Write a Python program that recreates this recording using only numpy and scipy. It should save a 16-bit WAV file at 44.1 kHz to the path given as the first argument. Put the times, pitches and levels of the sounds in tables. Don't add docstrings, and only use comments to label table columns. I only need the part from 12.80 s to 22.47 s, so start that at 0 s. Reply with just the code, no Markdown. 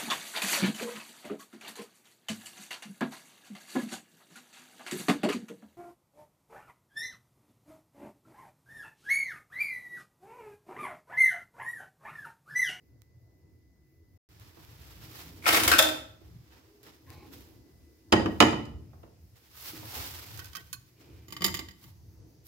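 import sys
import numpy as np
from scipy import signal
from scipy.fft import rfft, irfft, next_fast_len
from scipy.io import wavfile

SR = 44100
rng = np.random.default_rng(int(sys.argv[2]) if len(sys.argv) > 2 else 0)


def invert_db(x):
    u = np.asarray(x, float) / 20
    return 10 ** u


def unload_wav(signal):
    wavfile.write(
        sys.argv[1],
        SR,
        np.round(np.clip(np.atleast_2d(signal).T, -1, 1) * 32767).astype(np.int16),
    )


N = 426447
STEP = 32
GAP_S = 1.376, 1.489


def rms_one(x):
    return x / np.sqrt(np.mean(x ** 2) + 1e-20)


def full(control):
    return np.repeat(control, STEP)[:N]


def in_time(rows, outside=None):
    s, *columns = np.transpose(rows)
    control_s = np.arange(0, N, STEP) / SR
    return np.array([np.interp(control_s, s, column, outside, outside) for column in columns])


def at_hz(points, hz, outside=None):
    table_hz, values = np.array(points).T
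    return np.interp(np.log(hz), np.log(table_hz), values, outside, outside)


def flicker(rate, spread_db):
    knots = invert_db(spread_db * rng.standard_normal(int(N / SR * rate * 2) + 2))
    places = np.linspace(0, len(knots) - 1, -(-N // STEP))
    return np.interp(places, np.arange(len(knots)), knots)


def swells(rows):
    peak, rise, fall = np.transpose(rows)[:3, :, None]
    late = np.arange(0, N, STEP) / SR - peak
    depth_db = 20
    return invert_db(-depth_db * np.maximum(-late / np.abs(rise), late / np.abs(fall)))


# (frequency [Hz], left-right likeness [0-1])
STEREO_LIKENESS = [(60, 0.89), (180, 0.89), (340, 0.67), (520, 0.47), (1000, 0.014)]
EDGES = 22 * 2 ** np.arange(0, 9.8, .5)
BANK = [signal.butter(2, edge, "band", fs=SR, output="sos") for edge in zip(EDGES, EDGES[1:])]


def likeness(hz):
    return np.clip(at_hz(STEREO_LIKENESS, hz), 0, 1)


def bands(white, shape):
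    mids = sides = 0
    for k, hz in enumerate(np.sqrt(EDGES[1:] * EDGES[:-1])):
        gain = shape(hz)
        if np.max(gain) > 1e-6:
            mid, side = signal.sosfilt(BANK[k], white[k % 2]) * gain
            alike = likeness(hz)
            mids = mids + np.sqrt(1 + alike) * mid
            sides = sides + np.sqrt(1 - alike) * side
    return np.array([mids + sides, mids - sides])


def steady(white, spectrum, patchy_db):
    def gain(hz):
        return full(invert_db(at_hz(spectrum, hz, -300)) * flicker(6, patchy_db))
    return rms_one(bands(white, gain))


def grains(per_s, size_db, count):
    shape = (2, 2, count)
    sizes = invert_db(size_db * np.minimum(rng.exponential(1, shape), 5))
    signs = np.sign(rng.random(shape) - .5)
    return rms_one(sizes * signs * (rng.random(shape) < per_s / SR))


def dying(clicks, t60, hz):
    r = invert_db(-60 / (np.clip(t60, .002, 3) * SR))
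    w = 2 * np.pi * hz / SR
    return signal.lfilter([0, np.sin(w)], [1, -2 * r * np.cos(w), r * r], clicks + 1e-18)


def ringing_modes(modes, t):
    hz, _, t60 = np.transpose(modes)[:, :, None]
    apart = np.pi / 4 * (1 - likeness(hz)) * (-1) ** np.arange(len(hz))[:, None]
    rings = np.sin(2 * np.pi * hz * t + np.array([apart, -apart]))
    rings *= invert_db(-60 * t / np.clip(t60, .005, 1)) * np.cos(np.pi * t)
    wobble = rng.standard_normal((40, 80))[:len(hz)]
    rings *= [1 + np.interp(t, np.linspace(0, .5, 80), w) * np.minimum(t / .015, 1.1) for w in wobble]
    return rings


def blows(hits, modes, crack, ring_db, crack_db, crack_t60, lag_s):
    out = np.zeros((2, N + SR))
    t = np.arange(SR // 2) / SR
    short = t[:SR // 10]
    crack_top = max(at_hz(crack, hz) + 10 * np.log10(hz) for hz in EDGES)
    hz, level_db, _ = np.transpose(modes)
    rings = ringing_modes(modes, t)
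    for s, db, pan, *colour in hits:
        bass, treble = colour or (-2.5, -3.5)

        def tilt(f):
            return db + np.interp(np.log(f), np.log([300, 1500, 8000]), [bass, 0, treble])

        def crack_gain(f):
            decay_db = 60 * short / crack_t60 * (f / 1000) ** 0.15
            return invert_db(at_hz(crack, f, -300) + 40.0 - crack_top + tilt(f) + crack_db - decay_db)

        chance_db, sign = rng.standard_normal((2, 40))[:, :len(hz)]
        ring = invert_db(tilt(hz) + level_db + ring_db + 2 * chance_db) * np.sign(sign) @ rings
        noise = rng.standard_normal((2, 2, len(short))) * [[1], [.9]]
        sides = invert_db([[pan / 2], [-pan / 2]])
        burst = bands(noise, crack_gain) * sides * np.cos(5 * np.pi * short)
        at = int(s * SR)
        out[:, at:at + len(t)] += ring * sides
        for side, late in enumerate((at, at + int(lag_s * SR))):
            out[side, late:late + len(short)] += burst[side]
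    return out[:, :N]


# (frequency [Hz], level [dB per Hz])
RUMBLE_SPECTRUM = [(22, -45), (42, -15), (75, 0.5), (126, -1.5), (173, -19.5), (200, -22), (260, -47.5),
                   (440, -120)]
# (frequency [Hz], level [dB per Hz])
LOW_AIR_SPECTRUM = [(100, -37.5), (170, -20.5), (280, -3), (327, 1), (415, -9), (614, -16), (887, -21.5),
                    (1560, -61)]
# (time [s], rumble level [dB])
MOTION_LEVEL = [(0.0, -58.5), (0.91, -62), (1.4, -59), (1.99, -52.5), (2.56, -53), (3.2, -70), (3.5, -56.5),
                (4.07, -70), (4.58, -53), (5.2, -61.5), (5.95, -48), (6.7, -61.5), (7.19, -49.5),
                (7.92, -50), (8.29, -71), (9.2, -51.5), (9.67, -63)]
# (peak time [s], rise [s], fall [s], rumble level [dB], low air level [dB])
WORKTOP_BOOMS = [
    (2.72, 0.17, 0.72, -45.5, -58),
    (2.95, 0.46, 0.15, -49.5, -43),
    (3.424, 0.02, 0.46, -61, -76),
    (4.5, .5, 0.51, -62.5, -53.5),
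    (5.38, 0.04, 0.27, -38, -50.5),
    (5.47, .1, .1, -52, -32),
    (5.625, 0.016, 0.23, -36, -34),
    (8.29, 0.21, 0.53, -56.5, -59.5),
    (8.72, 0.13, 0.16, -38, -63.5),
    (9.451, 0.29, 0.53, -75, -63),
]


def rumble_and_low_air():
    white = rng.standard_normal((2, 2, N))
    motion_db = in_time(MOTION_LEVEL)[0]
    boom, puff = invert_db(np.transpose(WORKTOP_BOOMS)[3:]) @ swells(WORKTOP_BOOMS)
    rumble = full(invert_db(motion_db) + boom) * steady(white, RUMBLE_SPECTRUM, patchy_db=5.0)
    calm_db, air_db, air_follows = -58, -70.5, 0.26
    air_level = full(invert_db(air_db + air_follows * (motion_db - calm_db)) + puff)
    cupboard = invert_db(-7) * rms_one(dying(rng.standard_normal(N), t60=0.6, hz=321.6))
    return rumble + air_level * (steady(white, LOW_AIR_SPECTRUM, patchy_db=4.0) + cupboard)


# (frequency [Hz], level [dB per Hz])
HISS_SPECTRUM = [(600, -11), (2300, -7), (3960, -17), (5180, -9.5), (7770, -20), (13700, -6.5), (15100, -5),
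                 (16000, -11)]
# (frequency [Hz], ring t60 [s], level [dB], rise after the gap [dB])
HISS_HUMPS = [
    (2070, 0.012, -89, -2),
    (5200, 0.002, -85.5, 8.5),
    (6400, .002, -91, 7.5),
]


def hiss():
    after_gap = np.arange(N) / SR > GAP_S[1]
    bed = invert_db(-81) * steady(rng.standard_normal((2, 2, N)), HISS_SPECTRUM, patchy_db=2.5)
    out = bed * np.where(after_gap, invert_db(8), 1)
    white = rng.standard_normal((2, N))
    for hz, t60, db, rise_db in HISS_HUMPS:
        out = out + invert_db(db + rise_db * after_gap) * rms_one(dying(white, t60, hz))
    return out


# (time [s], level [dB])
WHINE_LEVEL = [(0, -80.5), (1.4, -80), (1.5, -82.5), (4.6, -89), (4.8, -80), (5.3, -80), (6, -92),
               (9.67, -91)]


def whine():
    level = full(invert_db(in_time(WHINE_LEVEL)[0] + 0.5) * flicker(8.9, spread_db=1))
    return level * np.sin(2 * np.pi * 1998 * np.arange(N) / SR)


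# (frequency [Hz], t60 [s])
KITCHEN_DECAY = [(100, 0.94), (400, 0.55), (1500, 0.47), (5000, 0.45), (14000, 0.35)]


def kitchen(x):
    t = np.arange(SR) / SR

    def decay(hz):
        return invert_db(-60 * t / np.clip(at_hz(KITCHEN_DECAY, hz), .05, 2)) * np.minimum(t / 0.00054, 1)
    tail = bands(rng.standard_normal((2, 2, SR)), decay)
    tail = tail / np.sqrt(np.sum(tail ** 2) / 2)
    return signal.fftconvolve(x.mean(axis=0, keepdims=True), tail, axes=1)[:, :N]


# (frequency [Hz], left-right balance [dB])
PORT_LEAN = [(120, 2), (270, -3.5), (600, -1), (1400, 1.5), (3000, -1.5), (6000, -0.5), (12000, -2.5)]


def ports(x):
    size = next_fast_len(N + SR // 10, real=True)
    lean = at_hz(PORT_LEAN, np.arange(1, size // 2 + 2) * SR / size) / 2
    return irfft(rfft(x, size) * invert_db([lean, -lean]), size)[:, :N]


# (start time [s], length [s], level [dB], ring [cycles])
SLIDE_EVENTS = [(4.259, 0.1, -63.5, 40), (4.3, 0.2, -64, 53), (6.736, 0.3, -71.5, 120),
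                (7.122, 0.16, -55, 35), (8.16, 0.41, -71.5, 26), (3.86, 0.22, -76, 210),
                (9.01, 0.14, -73, 47), (9.14, 0.68, -78.5, 67)]
# (frequency [Hz], ..)
SLIDE_RESONANCES = [
    (1070, 1790, 1960),
    (837, 1067, 2250, 2470, 4040),
    (1197, 1270, 1510),
    (790, 853),
    (392.6, 2430, 2400, 2870),
    (408, 409),
    (915, 1110),
    (4700, 5800, 5980, 6200),
]


def slides():
    out = np.zeros(N)
    t = np.arange(SR // 2) / SR
    for (s, length, db, cycles), resonances in zip(SLIDE_EVENTS, SLIDE_RESONANCES):
        swell = np.minimum(t / 0.011, 1) * np.clip(3 * (1 - t / length), 0, 1)
        push = rng.standard_normal(len(t)) * swell
        sound = sum(dying(push, cycles / hz, hz) for hz in resonances)
        at = int(s * SR)
        out[at:at + len(t)] += invert_db(db - 21.5) * sound
    return out


# (frequency [Hz], level [dB per Hz])
RUBBING_SPECTRUM = [(180, -19.5), (300, -8), (584, -13), (801, -9.5), (4670, -6), (6740, -9), (9470, -16.5),
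                    (13500, -4.5)]
# (peak time [s], rise [s], fall [s], level [dB], treble [dB])
RUB_STROKES = [(1.629, 0.35, 3.2, -60.5, -6), (2.4, 0.49, 0.33, -51.5, -3.5), (3.349, 0.2, 1, -77.5, -7),
               (3.72, 0.099, 0.26, -62.5, -10), (4.033, 0.0044, 0.22, -61.5, -1),
               (4.07, 0.025, 0.11, -55.5, -12), (4.309, 0.041, 0.39, -59, -6), (4.534, 0.031, 0.2, -53, -3),
               (5.52, 0.13, 0.33, -60.5, -3.5), (6.566, 0.026, 1.1, -65, -3.5), (6.77, 0.048, 0.24, -57, 1),
               (6.885, 0.092, 0.088, -47.5, 0.5), (6.974, 0.099, 0.056, -50, -4),
               (7.157, 0.19, 0.55, -41.5, -2), (7.4, 0.48, 0.35, -55.5, -5.5),
               (7.63, 0.1, 0.074, -61.5, -4), (7.81, 0.13, 0.015, -58.5, -9),
               (8.217, 0.039, 0.63, -63, -7.5), (9.039, 0.098, 0.11, -60, 0.5), (9.5, 0.5, 0.86, -92, -5),
               (9.67, 0.03, 0.082, -61, 7)]


def rubbing():
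    db, treble_db = np.transpose(RUB_STROKES)[3:]
    push = invert_db(db)[:, None] * swells(RUB_STROKES)
    total = push.sum(axis=0)
    level = total * flicker(25, spread_db=2.0)
    treble = treble_db @ push / (total + 1e-30)

    def gain(hz):
        return full(level * invert_db(9.5 + at_hz(RUBBING_SPECTRUM, hz, -300) + treble * np.log2(hz / 2000) / 2))
    rub = bands(grains(per_s=4000, size_db=2.5, count=N), gain)
    return rub * invert_db([[-1.2], [1.2]]) * (np.arange(N) / SR > GAP_S[1])


# (time [s], peak level [dB], left-right [dB])
THUD_HITS = [
    (1.768, -38, -8),
    (5.3, -49.5, 0.5),
    (6.131, -41.5, -8),
    (6.231, -33.5, -4.5),
    (7.03, -33, 1),
]
# (frequency [Hz], level [dB], t60 [s])
HOB_MODES = [(81, -16.5, 0.11), (126, -17.5, 0.074), (192.2, -4.5, 0.2), (215, -18, 0.072),
             (261, -15.5, 0.016), (332, -9.5, 0.12), (322, -0.5, 0.13), (348, -18.5, 0.083),
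             (437, -10, 0.02)]
# (frequency [Hz], level [dB per Hz])
THUD_NOISE = [(80, -0.5), (300, -4.5), (900, -6.5), (1800, -26.5), (3000, -26), (6000, -49)]
# (time [s], peak level [dB], left-right [dB])
DOOR_KNOCKS = [
    (3.416, -43, -10),
    (6.934, -37.5, 0.5),
    (7.028, -44, -6),
]
# (frequency [Hz], level [dB], t60 [s])
DOOR_MODES = [(312.2, -1, 0.075), (340, -1, 0.028), (239.4, -16, 0.035), (410, -8, 0.039)]


def thuds():
    hob = blows(THUD_HITS, HOB_MODES, THUD_NOISE, ring_db=-22.0, crack_db=-11.5, crack_t60=0.07, lag_s=.0001)
    door = blows(DOOR_KNOCKS, DOOR_MODES, THUD_NOISE, ring_db=-5.5, crack_db=-18, crack_t60=0.047, lag_s=0)
    return hob + door


# (time [s], peak level [dB], left-right [dB])
TICK_HITS = [(0.219, -44.5, -15), (1.598, -42, -12), (1.849, -39, -5), (3.679, -51, -4),
             (4.031, -47, -22.5), (4.137, -50, -6), (4.267, -52, -2), (4.303, -34.5, 8), (6.558, -53, -14),
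             (6.714, -48.5, -15)]
# (frequency [Hz], level [dB], t60 [s])
PAN_MODES = [(1116, -12, 0.11), (1210, -12.5, 0.072), (1250, -3.5, 0.042), (1520, -9, 0.17),
             (1910, -13.5, 0.14), (2580, -14, 0.095), (3138, -8, 0.091), (4500, -7, .02), (4990, -5, 0.035),
             (6300, -2, 0.022)]
# (frequency [Hz], level [dB per Hz])
TICK_NOISE = [(400, -23), (1000, 4), (4000, -2), (9000, -6.5), (16000, -2)]


def ticks():
    return blows(TICK_HITS, PAN_MODES, TICK_NOISE, ring_db=-36, crack_db=2.5, crack_t60=0.0049, lag_s=.0001)


# (time [s], peak level [dB], left-right [dB], bass [dB], treble [dB])
FRY_HITS = [(7.574, -52, -5, -9, 16), (7.592, -32.5, -12, -8, -5.5), (7.598, -33.5, -6, -14, -6),
            (7.644, -42.5, -7, -8, 3), (7.656, -44.5, -6, -2.3, 6), (7.684, -52, -13, 0, 0),
            (7.732, -40, -13, -2, -6), (7.751, -26, -8, 19, -10), (7.757, -33.5, -10, -5, 1),
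            (7.767, -33.5, -3, -1, 3.5), (7.929, -36, -6.5, -7, 6.5)]
# (frequency [Hz], level [dB], t60 [s])
RIM_MODES = [(1111, 0, 0.15), (1420, -12, .12), (1510, -7, 0.12), (1760, -11, .08), (2550, -8, .1),
             (3105, -9, 0.07), (4250, -11, 0.12), (4560, 0, 0.03), (6541, -5, 0.07), (6708, -5, 0.04),
             (6955, -4, 0.07), (9400, -6, 0.06), (11000, -9, 0.05), (12640, -6, 0.06)]
# (frequency [Hz], level [dB per Hz])
PAN_NOISE = [(600, -35), (1100, -25), (1500, -4.5), (2500, -3), (4700, 2), (8000, -7.5), (16000, 1)]


def pan_and_rim():
    pan = blows(FRY_HITS[:-1], PAN_MODES, PAN_NOISE, ring_db=-8.0, crack_db=-2.5, crack_t60=0.052, lag_s=.0001)
    rim = blows(FRY_HITS[-1:], RIM_MODES, PAN_NOISE, ring_db=-5.0, crack_db=0.46, crack_t60=0.0807, lag_s=.0001)
    return signal.sosfilt(signal.butter(4, 1150, "high", fs=SR, output="sos"), pan + rim)


# (frequency [Hz], level [dB per Hz])
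STEEL_NOISE = [(35, -44.5), (60, -4.5), (212, -19), (553, -3.5), (1510, -2), (3500, -5), (9130, -12.5),
               (16000, -9.5)]
# (time [s], peak level [dB], left-right [dB])
WIRE_PLUCKS = [
    (2.624, -46, 0),
    (2.641, -37, 0),
    (2.657, -21.5, 2),
    (2.67, -20, 2),
    (2.691, -19, 2),
    (2.708, -21, 2),
    (2.757, -19, 2),
    (2.772, -19.5, 2),
    (2.878, -22, 2),
]
# (frequency [Hz], level [dB], t60 [s])
WIRE_MODES = [(1450, -6, .035), (2150, 0, .045), (2270, -1, .045), (2480, -5, .035), (2950, -9, .03)]


def wires():
    return blows(WIRE_PLUCKS, WIRE_MODES, STEEL_NOISE, ring_db=-3, crack_db=-25, crack_t60=.04, lag_s=0)


# (time [s], level [dB])
DRAG_LEVEL = [(2.615, -62), (2.65, -46.5), (2.665, -26), (2.72, -24.5), (2.78, -28), (2.83, -35.5),
              (2.9, -33.5), (2.96, -32), (3.0, -36.5)]
# (frequency [Hz], level [dB], t60 [s])
RACK_MODES = [(311.3, -16, 0.2), (703, -12.5, 0.051), (1340, -7, 0.06), (1600, -7.5, 0.032),
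              (2210, -4, 0.07), (2096, -8, 0.08), (3087, -10, 0.11), (4540, -14.5, 0.06),
              (5400, -12.5, 0.037)]


def drag():
    out = np.zeros((2, N))
    start, count = int(DRAG_LEVEL[0][0] * SR), SR // 2
    push = full(invert_db(in_time(DRAG_LEVEL, -200)[0]) * flicker(40, spread_db=4))
    slips = grains(per_s=3000, size_db=4.0, count=count) * push[start:start + count]
    rattle = sum(invert_db(db - 32.5) * dying(slips[0], 1.1 * t60, hz) for hz, db, t60 in RACK_MODES)
    scrape = bands(slips, lambda hz: invert_db(at_hz(STEEL_NOISE, hz, -200) + 5.5))
    out[:, start:start + count] = rattle + scrape
    return out


# (time [s], peak level [dB], left-right [dB], bass [dB], treble [dB])
RACK_BLOWS = [(2.644, -36.5, -1.5, 0, -19), (2.657, -24.5, 3.5, -5, -11), (2.664, -15, 6.5, -2, -9),
              (2.677, -15.5, 5, -0.5, -13.5), (2.690, -17, 6, 4, -4), (2.727, -19, 4.5, 5.5, -1.5),
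              (2.745, -16.5, 2.5, -7.5, -11), (2.762, -17.5, 4, -7, -12), (2.799, -23, 2, -3, 3.5),
              (2.834, -23, 3.5, -1, 8), (2.877, -14.5, 1.5, -3, 5), (2.886, -23, 3.5, -4.5, -3)]


def rack():
    return blows(RACK_BLOWS, RACK_MODES, STEEL_NOISE, ring_db=-6.0, crack_db=-4.1, crack_t60=0.079, lag_s=.0004)


# (time [s], peak level [dB], left-right [dB], bass [dB], treble [dB])
LID_BLOWS = [
    (2.916, -15, 9.7, -2, 1),
    (2.927, -20, 6.4, -3, -0.5),
    (2.936, -17, 3.8, -3, -4),
]
# (frequency [Hz], level [dB], t60 [s])
LID_MODES = [(1120, -9, .05), (312, -15, .15), (1330, 0.5, 0.04), (1510, 2.5, 0.049), (1625, 0, 0.032),
             (1860, -14, 0.1), (2530, -11, 0.07), (2750, -10.5, .07), (4180, -14, .04), (5170, -13.5, .05)]


def lid():
    return blows(LID_BLOWS, LID_MODES, STEEL_NOISE, ring_db=-1.3, crack_db=-2.5, crack_t60=0.051, lag_s=.0004)


# (time [s], peak level [dB], left-right [dB], bass [dB], treble [dB])
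POT_BLOWS = [
    (2.984, -17.5, 7.4, -7.5, 4),
    (2.989, -5.5, 3.5, -2.5, 1.5),
    (2.995, -16, 3.5, 1, -1.5),
    (3.024, -18, 5, -9, 3.5),
    (3.088, -26, 3.2, -7.5, 0),
]
# (frequency [Hz], level [dB], t60 [s])
POT_MODES = [(311, -13, .3), (544, -14, 0.3), (627, -8, 0.22), (645, -11, .15), (775, -15, .22),
             (1325, -14, 0.12), (1535, -6, 0.08), (2490, -8, .05), (3270, -3, 0.035), (3397, -3, 0.04),
             (3545, -3, 0.05), (3570, -6, .08), (3572, -15, 0.42), (4156, -17, 0.08)]


def pots():
    return blows(POT_BLOWS, POT_MODES, STEEL_NOISE, ring_db=-10.0, crack_db=-3.5, crack_t60=0.054, lag_s=0.00017)


# (time [s], peak level [dB], left-right [dB], bass [dB], treble [dB])
DISH_BLOWS = [(8.483, -40, -4, 0, -1.5), (8.505, -42.5, -10, -5.5, -1), (8.524, -27.5, -1.5, -4, 0),
              (8.566, -26.5, 0, -10, -7), (8.608, -31, 4, 10.5, -6), (8.62, -17.5, -3.5, -4.5, -8),
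              (8.641, -24, 3, -6, 3), (8.644, -14, -9, -6, 3), (8.651, -20, 7, 0, -3.5),
              (8.662, -24, -7, 3, 6), (8.68, -16, 5, -14, -16), (8.692, -29.5, -7, 0, -15.5),
              (8.742, -21, -8.5, -32, -1.5), (8.749, -27, 2, -1, 2), (8.77, -31, -12, -16, -2),
              (8.791, -22, -5, -2.5, -7), (8.797, -42, 3, -28, -8), (8.886, -34, -4, -41, -6.5),
              (8.91, -50.5, -8, -19, 4), (9.04, -44.5, -1, 2, -1)]
# (frequency [Hz], level [dB], t60 [s])
DISH_MODES = [(905, -12.5, 0.11), (1155, 0.5, 0.046), (1950, -1, 0.072), (2070, -9.5, 0.23),
              (3055, 4, 0.035), (3000, -24, 0.071), (3580, -8.5, 0.1), (3930, -3, 0.026), (4840, 6, 0.032),
              (4900, -24, .07), (6790, 1, 0.035), (7340, -4.5, 0.025)]
# (frequency [Hz], level [dB per Hz])
DISH_NOISE = [(59, -42), (100, 3), (350, 2.5), (1300, -7), (1910, -1), (6290, 1), (7610, -15.5), (16000, 5)]
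# (time [s], peak level [dB], left-right [dB], bass [dB], treble [dB])
RIM_STRIKES = [
    (8.644, -9, -5.5, 0, 2),
    (8.662, -24, -8, 0, -5),
    (8.742, -27, -6, 0, -5),
    (8.791, -21, -6, 0, -8),
]
# (frequency [Hz], level [dB], t60 [s])
DISH_RIM_MODES = [(3750, -2, .03), (4960, 0, .025), (7450, -1, .022)]


def dish():
    body = blows(DISH_BLOWS, DISH_MODES + HOB_MODES, DISH_NOISE,
                 ring_db=-15.0, crack_db=-4.0, crack_t60=0.098, lag_s=.00005)
    edge = blows(RIM_STRIKES, DISH_RIM_MODES, DISH_NOISE, ring_db=-13.5, crack_db=-19, crack_t60=0.055, lag_s=0)
    return body + edge


# (time [s], peak level [dB], left-right [dB], bass [dB], treble [dB])
GRATE_BLOWS = [(5.322, -17.5, 1.5, -3.5, -4), (5.325, -1.5, -2, 9.5, -12.5),
               (5.334, -7.5, -1.5, 12.5, -16.5), (5.362, -17.5, 5.5, 13, -16.5),
               (5.396, -20, -2.5, 17.5, -23.5), (5.459, -15.5, 0.5, 6.5, -26), (5.603, 2.5, -5, 1, -9),
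               (5.612, -4.5, -3, 9, -14.5), (5.624, -3, -2, 9, -14.5), (5.68, -22.5, 6, 10.5, -27),
               (5.73, -18, -2, 10.5, -36), (5.853, -46.5, -2, -13, 5)]
# (frequency [Hz], level [dB], t60 [s])
GRATE_MODES = [(587, -6, 0.12), (843, -4, 0.2), (1030, -10.5, 0.083), (1300, -13.5, 0.067),
               (1155, -14, 0.075), (1230, -18.5, 0.13), (1473, -9, 0.084), (1722, -3, .1),
               (1904, -1.5, 0.21), (2006, -8.5, 0.26), (2240, -17.5, .08)]
# (frequency [Hz], level [dB], t60 [s])
FOOT_MODES = [(2400, -9, .05), (2930, 2, .07), (3020, 13, .04), (2977, -11, .3), (3035, -13, .25),
              (3811, -10, .05), (4900, 10, .03), (4860, -15, .2), (4960, -14, .22), (6730, 3, 0.03),
              (6640, -19, .15)]
# (frequency [Hz], level [dB per Hz])
GRATE_NOISE = [(60, -30.5), (398, -8), (1220, -5), (1400, -22.5), (2970, 0), (3500, -17), (4860, -10.5),
               (16000, -29.5)]


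def grate():
    return blows(GRATE_BLOWS, GRATE_MODES + FOOT_MODES + HOB_MODES, GRATE_NOISE,
                 ring_db=-21.0, crack_db=-2.0, crack_t60=0.057, lag_s=.0001)


def scene():
    steel = rack() + drag() + lid() + pots()
    landing, contacts = grate(), thuds()
    fries, rocking = pan_and_rim() + ticks(), dish()
    send = invert_db(-1.5) * steel + invert_db(-7.0) * landing + contacts + invert_db(-13.5) * (fries + 1.8 * rocking)
    close = ports(steel + landing + contacts + fries + rocking + kitchen(send))
    background = rumble_and_low_air() + hiss() + whine()
    return close + rubbing() + slides() + background + wires()


def top_cut(x):
    return signal.sosfilt(signal.butter(12, 16970, fs=SR, output="sos"), x)


def record(dry):
    t = np.arange(N) / SR
    wet = signal.sosfilt(signal.butter(4, 50, "high", fs=SR, output="sos"), dry)
    wet = np.tanh(wet) * ((t < GAP_S[0]) | (t > GAP_S[1]))
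    wet = signal.sosfilt(signal.cheby2(12, 30, 16150, fs=SR, output="sos"), wet)
    return top_cut(wet)


dry = scene()
out = record(dry)
unload_wav(out)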